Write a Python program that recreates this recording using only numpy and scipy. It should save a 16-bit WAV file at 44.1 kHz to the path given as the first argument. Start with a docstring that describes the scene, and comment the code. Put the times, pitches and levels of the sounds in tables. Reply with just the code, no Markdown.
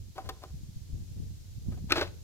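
"""A few hollow plastic taps, then a scrape and a sharp clack, over a low rumble of wind and a faint hiss.
A pod knocks and rubs as it is pressed into the holder of a plastic coffee machine on a garden table.
A hand pushes the lid shut: the latch snaps, the mechanism scrapes down over the pod and the lid
knocks against its stop. The rumble is light wind blowing on a close pair of microphones."""
import sys
import numpy as np
from scipy import signal
from scipy.fft import rfft, irfft
from scipy.io import wavfile

SR = 44100
rng = np.random.default_rng(int(sys.argv[2]) if len(sys.argv) > 2 else 0)


def generate_wav(signal):
    """Clip the signal to [-1, 1] and save it as 16-bit WAV at the path in sys.argv[1]."""
    frames = np.transpose(np.atleast_2d(signal))
    scaled = np.clip(frames, -1, 1) * 32767
    pcm = np.round(scaled).astype(np.int16)
    wavfile.write(sys.argv[1], SR, pcm)


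N = 98607

# the notes (modes) of the pod holder and the outer shell: f/Hz, level/dB, time to fade by 60 dB/s
HOLDER_MODES = [(330, -15, .08), (430, -13, .07), (772, 0, .075), (890, -24, .1), (1020, -2, .06),
                (1240, -3, .042), (1500, -13, .04), (1820, -20, .06)]
SHELL_MODES = [(295.4, -7.5, 0.17), (346.3, -5.5, 0.14), (498.5, -22, 0.29), (573, -13, 0.14),
               (1271, -6.5, 0.06), (1357, -8, 0.058), (1471, -10.5, 0.13), (1523, -1.5, 0.042),
               (2520, -12.5, 0.022)]
# tone of the plastic's dense, short ring: f/Hz, level/dB
PLASTIC_RING = [(100, -28), (350, 3.5), (780, -2.5), (1300, -8), (2200, -13), (4000, -12.5), (8000, -27),
                (16000, -30.5)]


def amp(db):
    """Turns decibels into a gain."""
    return 10 ** (np.asarray(db) / 20)


def unit(x):
    """Scales a sound to an average (rms) level of 1."""
    return x / np.sqrt(np.mean(x ** 2) + 1e-20)


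def read(points, hz):
    """Looks up a table at any frequency, on a log scale."""
    f, value = np.transpose(points)
    return np.interp(np.log(hz + 1), np.log(f + 1), value)


def curve(points):
    """Joins points in time with straight lines."""
    return np.interp(np.arange(N) / SR, *np.transpose(points))


def fade(t, t60):
    """Dies away by 60 dB every t60 seconds."""
    return np.exp(-np.log(1000) * t / t60)


def add(mix, s, sound):
    """Mixes a sound in at s seconds."""
    part = mix[round(s * SR):][:len(sound)]
    part += sound[:len(part)]


def colour(x, tone, size=4096):
    """Filters a sound by a table of f/Hz, level/dB, so that nothing rings ahead of a blow."""
    log_gain = np.log(amp(read(tone, abs(np.fft.fftfreq(size, 1 / SR)))))
    taps = np.fft.ifft(np.exp(np.conj(signal.hilbert(log_gain)))).real
    return signal.fftconvolve(x, taps)[:len(x)]


def dying_noise(t60s, size, count=8):
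    """Even noise whose frequency bands fade at their own speeds."""
    t, hz = np.arange(size) / SR, np.fft.rfftfreq(size, 1 / SR)
    phases = np.exp(2j * np.pi * rng.random(len(hz)))
    centres = np.geomspace(200, 14000, count)
    bands = [irfft(phases * read(list(zip(centres, own)), hz), size) for own in np.eye(count)]
    return np.sqrt(size) * sum(band * fade(t, read(t60s, f)) for band, f in zip(bands, centres))


def wander(rate_hz):
    """A smooth random drift."""
    hz = np.fft.rfftfreq(N, 1 / SR)
    return unit(irfft(rfft(rng.standard_normal(N)) * np.exp(-(hz / rate_hz) ** 2), N))


def hiss():
    """A faint, nearly steady outdoor hiss."""
    # tone of the hiss: f/Hz, level/dB
    tone = [(300, 3.5), (1100, -11), (2400, -7), (3200, -4.5), (4300, -1.5), (7000, -1.5), (8500, -8.5),
            (14000, -9), (16000, -18.5)]
    # its slight rise at the start: t/s, level/dB
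    loudness = [(0, -62.5), (.5, -61)]
    return unit(colour(rng.standard_normal(N), tone)) * amp(curve(loudness))


def wind(lumps_db=3, eddy_growth=1.92):
    """Wind rumbles unevenly on a microphone; strong gusts add higher-pitched swirls (eddies)."""
    # strength of the gusts: t/s, level/dB
    gusts = [(0, -39), (.17, -57), (.27, -41.5), (.35, -51), (.46, -51.5), (.56, -40), (.72, -49),
             (.88, -45), (.95, -36), (1.08, -45.5), (1.2, -37), (1.45, -50), (1.62, -44.5), (1.68, -34.5),
             (1.95, -41.5), (2.23, -48.5)]
    # tones of the rumble and the eddies: f/Hz, level/dB
    rumble_tone = [(15, -10), (35, -2), (90, 5), (190, -14), (450, -33), (2500, -84)]
    eddy_tone = [(30, -22), (150, 3.5), (250, -9.5), (400, -19), (700, -31.5), (2000, -50.5)]
    gust_db = curve(gusts)
    flutter_db = lumps_db * wander(rate_hz=76)
    eddy_db = -49.5 + eddy_growth * (gust_db + 37.5)
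    rumble = unit(colour(rng.standard_normal(N), rumble_tone)) * amp(gust_db + flutter_db)
    eddies = unit(colour(rng.standard_normal(N), eddy_tone)) * amp(eddy_db + flutter_db)
    return rumble + eddies


def puffs(pitch_hz=97, width_cycles=0.74):
    """Single eddies give a microphone a brief, uneven push and pull."""
    # eddies arriving: t/s, peak level/dB
    arrivals = [(0.101, -44), (0.544, -34), (0.694, -35), (0.769, -30.5), (.94, -30), (1.031, -30.5),
                (1.201, -31.5), (1.321, -35), (1.58, -33.5), (1.687, -24.5), (1.841, -31)]
    t, out = np.arange(N) / SR, np.zeros(N)
    wobble = 0.22 * wander(rate_hz=93)
    for s, db in arrivals:
        cycles = (t - s) * pitch_hz
        swell = amp(db) * np.exp(-(cycles / width_cycles) ** 2)
        out += swell * np.cos(2 * np.pi * (cycles + wobble + rng.random()))
    return out


def garden(x, echo_db=-17, size=22050):
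    """The table, ground and trees scatter a weak echo."""
    # length of the echo: f/Hz, time to fade by 60 dB/s
    fade_times = [(550, 0.61), (900, 0.35), (12000, 0.36)]
    tail = dying_noise(fade_times, size)
    return amp(echo_db) * signal.fftconvolve(x, tail / np.linalg.norm(tail))[:N]


def ringing(modes, size=8192):
    """A struck part rings with a few fading notes."""
    t = np.arange(size) / SR
    notes = sum((-1) ** k * amp(db) * fade(t, t60) * np.sin(2 * np.pi * hz * t)
                for k, (hz, db, t60) in enumerate(modes))
    return notes / np.linalg.norm(notes)


def knock(modes, ring_tone, ring_db, tick_db, size=8192):
    """One blow on plastic: a tick, a dense short ring and the part's own notes."""
    # length of the ring: f/Hz, time to fade by 60 dB/s
    fade_times = [(300, 0.13), (1500, 0.069), (4000, 0.034), (12000, 0.019)]
    ring = dying_noise(fade_times, size)
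    ring[0] += amp(tick_db)
    ring = colour(ring, ring_tone)
    blow = ringing(modes) + amp(ring_db) * ring / np.linalg.norm(ring)
    return blow / np.std(blow[:SR // 100])  # the first 10 ms set the level


def scrape(loudness, tone, modes, slips_per_s=6000, spread_db=3.5, modes_db=-8):
    """Sliding is many tiny random slips; each one clicks and rings the plastic."""
    slips = (rng.random(N) < slips_per_s / SR) * rng.choice([-1, 1], N)
    slips = slips * amp(spread_db * np.clip(rng.standard_normal(N), -2, 2))
    t = np.arange(N) / SR
    moving = (t > loudness[0][0]) & (t < loudness[-1][0])
    friction = unit(slips) * amp(curve(loudness)) * moving
    notes = ringing(modes)
    click = colour(signal.unit_impulse(len(notes)), tone)
    one_slip = click / np.linalg.norm(click) + amp(modes_db) * notes
    return signal.fftconvolve(friction, one_slip / np.linalg.norm(one_slip))[:N]


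def palm():
    """A hand brushes the lid."""
    # the brushing: t/s, level/dB
    strokes = [(1.705, -79), (1.725, -52.5), (1.765, -71), (1.778, -56.5), (1.795, -67)]
    return scrape(strokes, PLASTIC_RING, SHELL_MODES)


def pod():
    """Fingers rock the pod into its holder, where it taps and rubs."""
    # the taps: t/s, level/dB, hollow ring/dB, treble/dB
    taps = [(.1805, -39, -1, 5), (.1857, -39, 2, -24), (0.2904, -35.5, -8.5, 11.5), (.2942, -38.5, -17, 15),
            (.2981, -42, -1, -30), (0.364, -59.5, -8, -3), (0.437, -43, -3.5, 7.5)]
    # the rubbing: t/s, level/dB
    rubbing = [(.15, -72), (.16, -50.5), (.2, -51.5), (.24, -61), (.26, -50.5), (.3, -61), (.41, -69),
               (.43, -52), (.46, -61.5), (.51, -68)]
    out = np.zeros(N)
    for s, db, hollow_db, treble_db in taps:
        tone = [(350, 0), (770, hollow_db), (1100, 0.0059), (5000, treble_db)]
        blow = knock(HOLDER_MODES, PLASTIC_RING, ring_db=-5, tick_db=13)
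        add(out, s, amp(db) * colour(blow, tone))
    return out + scrape(rubbing, PLASTIC_RING, HOLDER_MODES)


def mechanism():
    """The lid's mechanism scrapes down over the pod."""
    # the sliding: t/s, level/dB
    sliding = [(1.885, -66), (1.9, -41), (1.93, -39.5), (1.953, -43), (1.962, -30.5), (1.985, -30),
               (2.005, -35.5), (2.028, -34), (2.045, -44.5), (2.1, -59.5)]
    # tone of the scrape: f/Hz, level/dB
    tone = [(120, -16), (330, 8), (1600, 2), (2800, -2), (4000, 2.5), (5500, -8), (9000, -23.5),
            (16000, -27)]
    return scrape(sliding, tone, SHELL_MODES)


def lid():
    """The lid rides over the latch and drops onto its stop; each contact has its own thud."""
    # the contacts: t/s, level/dB, thud f/Hz, thud/dB, middle/dB, treble/dB
    hits = [(1.908, -27.5, 361, -8, -11, -7), (1.9213, -26.5, 346, -1.5, -3.5, 6),
            (1.958, -34, 697, -2, 4.5, -3.5), (1.98, -34, 342, 2, 4.5, -12),
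            (2.012, -29, 422, -2.5, 6.5, -3), (2.022, -40.5, 571, 11, 4, -1)]
    # tone of the shell's short ring: f/Hz, level/dB
    shell_ring = [(150, -9), (330, -5), (900, -3.5), (1600, 3.5), (2600, -3.5), (4200, 7.5), (9000, -23),
                  (16000, -53)]
    out = np.zeros(N)
    for s, db, thud_hz, thud_db, middle_db, treble_db in hits:
        tone = [(330, -7), (800, middle_db), (1350, 1.5), (3500, treble_db)]
        blow = colour(knock(SHELL_MODES, shell_ring, ring_db=0, tick_db=8), tone)
        t = np.arange(len(blow)) / SR
        thud = 2 * np.sin(2 * np.pi * thud_hz * t) * fade(t, t60=0.048)
        add(out, s, amp(db) * (blow + amp(thud_db) * thud))
    return out


def cracks(size=2048):
    """Dry plastic cracks as the latch snaps and the lid hits its stop."""
    # the cracks: t/s, level/dB
    snaps = [(1.9046, -36), (1.921, -22.5), (1.921, -19), (1.9253, -23), (1.957, -38), (2.012, -33),
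             (2.077, -48)]
    # tone of a crack: f/Hz, level/dB
    tone = [(200, -14.5), (1300, 2.5), (2000, -7.5), (2500, 13.5), (3500, -3), (5800, -1.5), (9000, -18),
            (12000, -13), (16000, -27)]
    t, out = np.arange(size) / SR, np.zeros(N)
    for s, db in snaps:
        crack = colour(rng.standard_normal(size) * fade(t, t60=0.0085), tone)
        add(out, s, amp(db) * crack / np.std(crack[:SR // 500]))  # the first 2 ms set the level
    return out


def scene(lag_s=0.00012, left_db=1.5, right_db=-1):
    """The machine stands a little to the left, so the right microphone hears it later and softer."""
    machine = pod() + palm() + cracks() + lid() + mechanism()
    lag_cycles = np.minimum(np.fft.rfftfreq(N, 1 / SR) * lag_s, 1)  # no delay in the top treble
    later = irfft(rfft(machine) * np.exp(-2j * np.pi * lag_cycles), N)
    sides = amp(left_db) * machine, amp(right_db) * later
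    return np.array([direct + garden(machine) + wind() + puffs() + hiss() for direct in sides])


def record(dry):
    """Cuts off the treble above 16100 Hz."""
    low_pass = signal.firwin(511, 16100, window=("kaiser", 9), fs=SR)
    return signal.oaconvolve(dry, low_pass[None], "same")


dry = scene()
out = record(dry)
generate_wav(out)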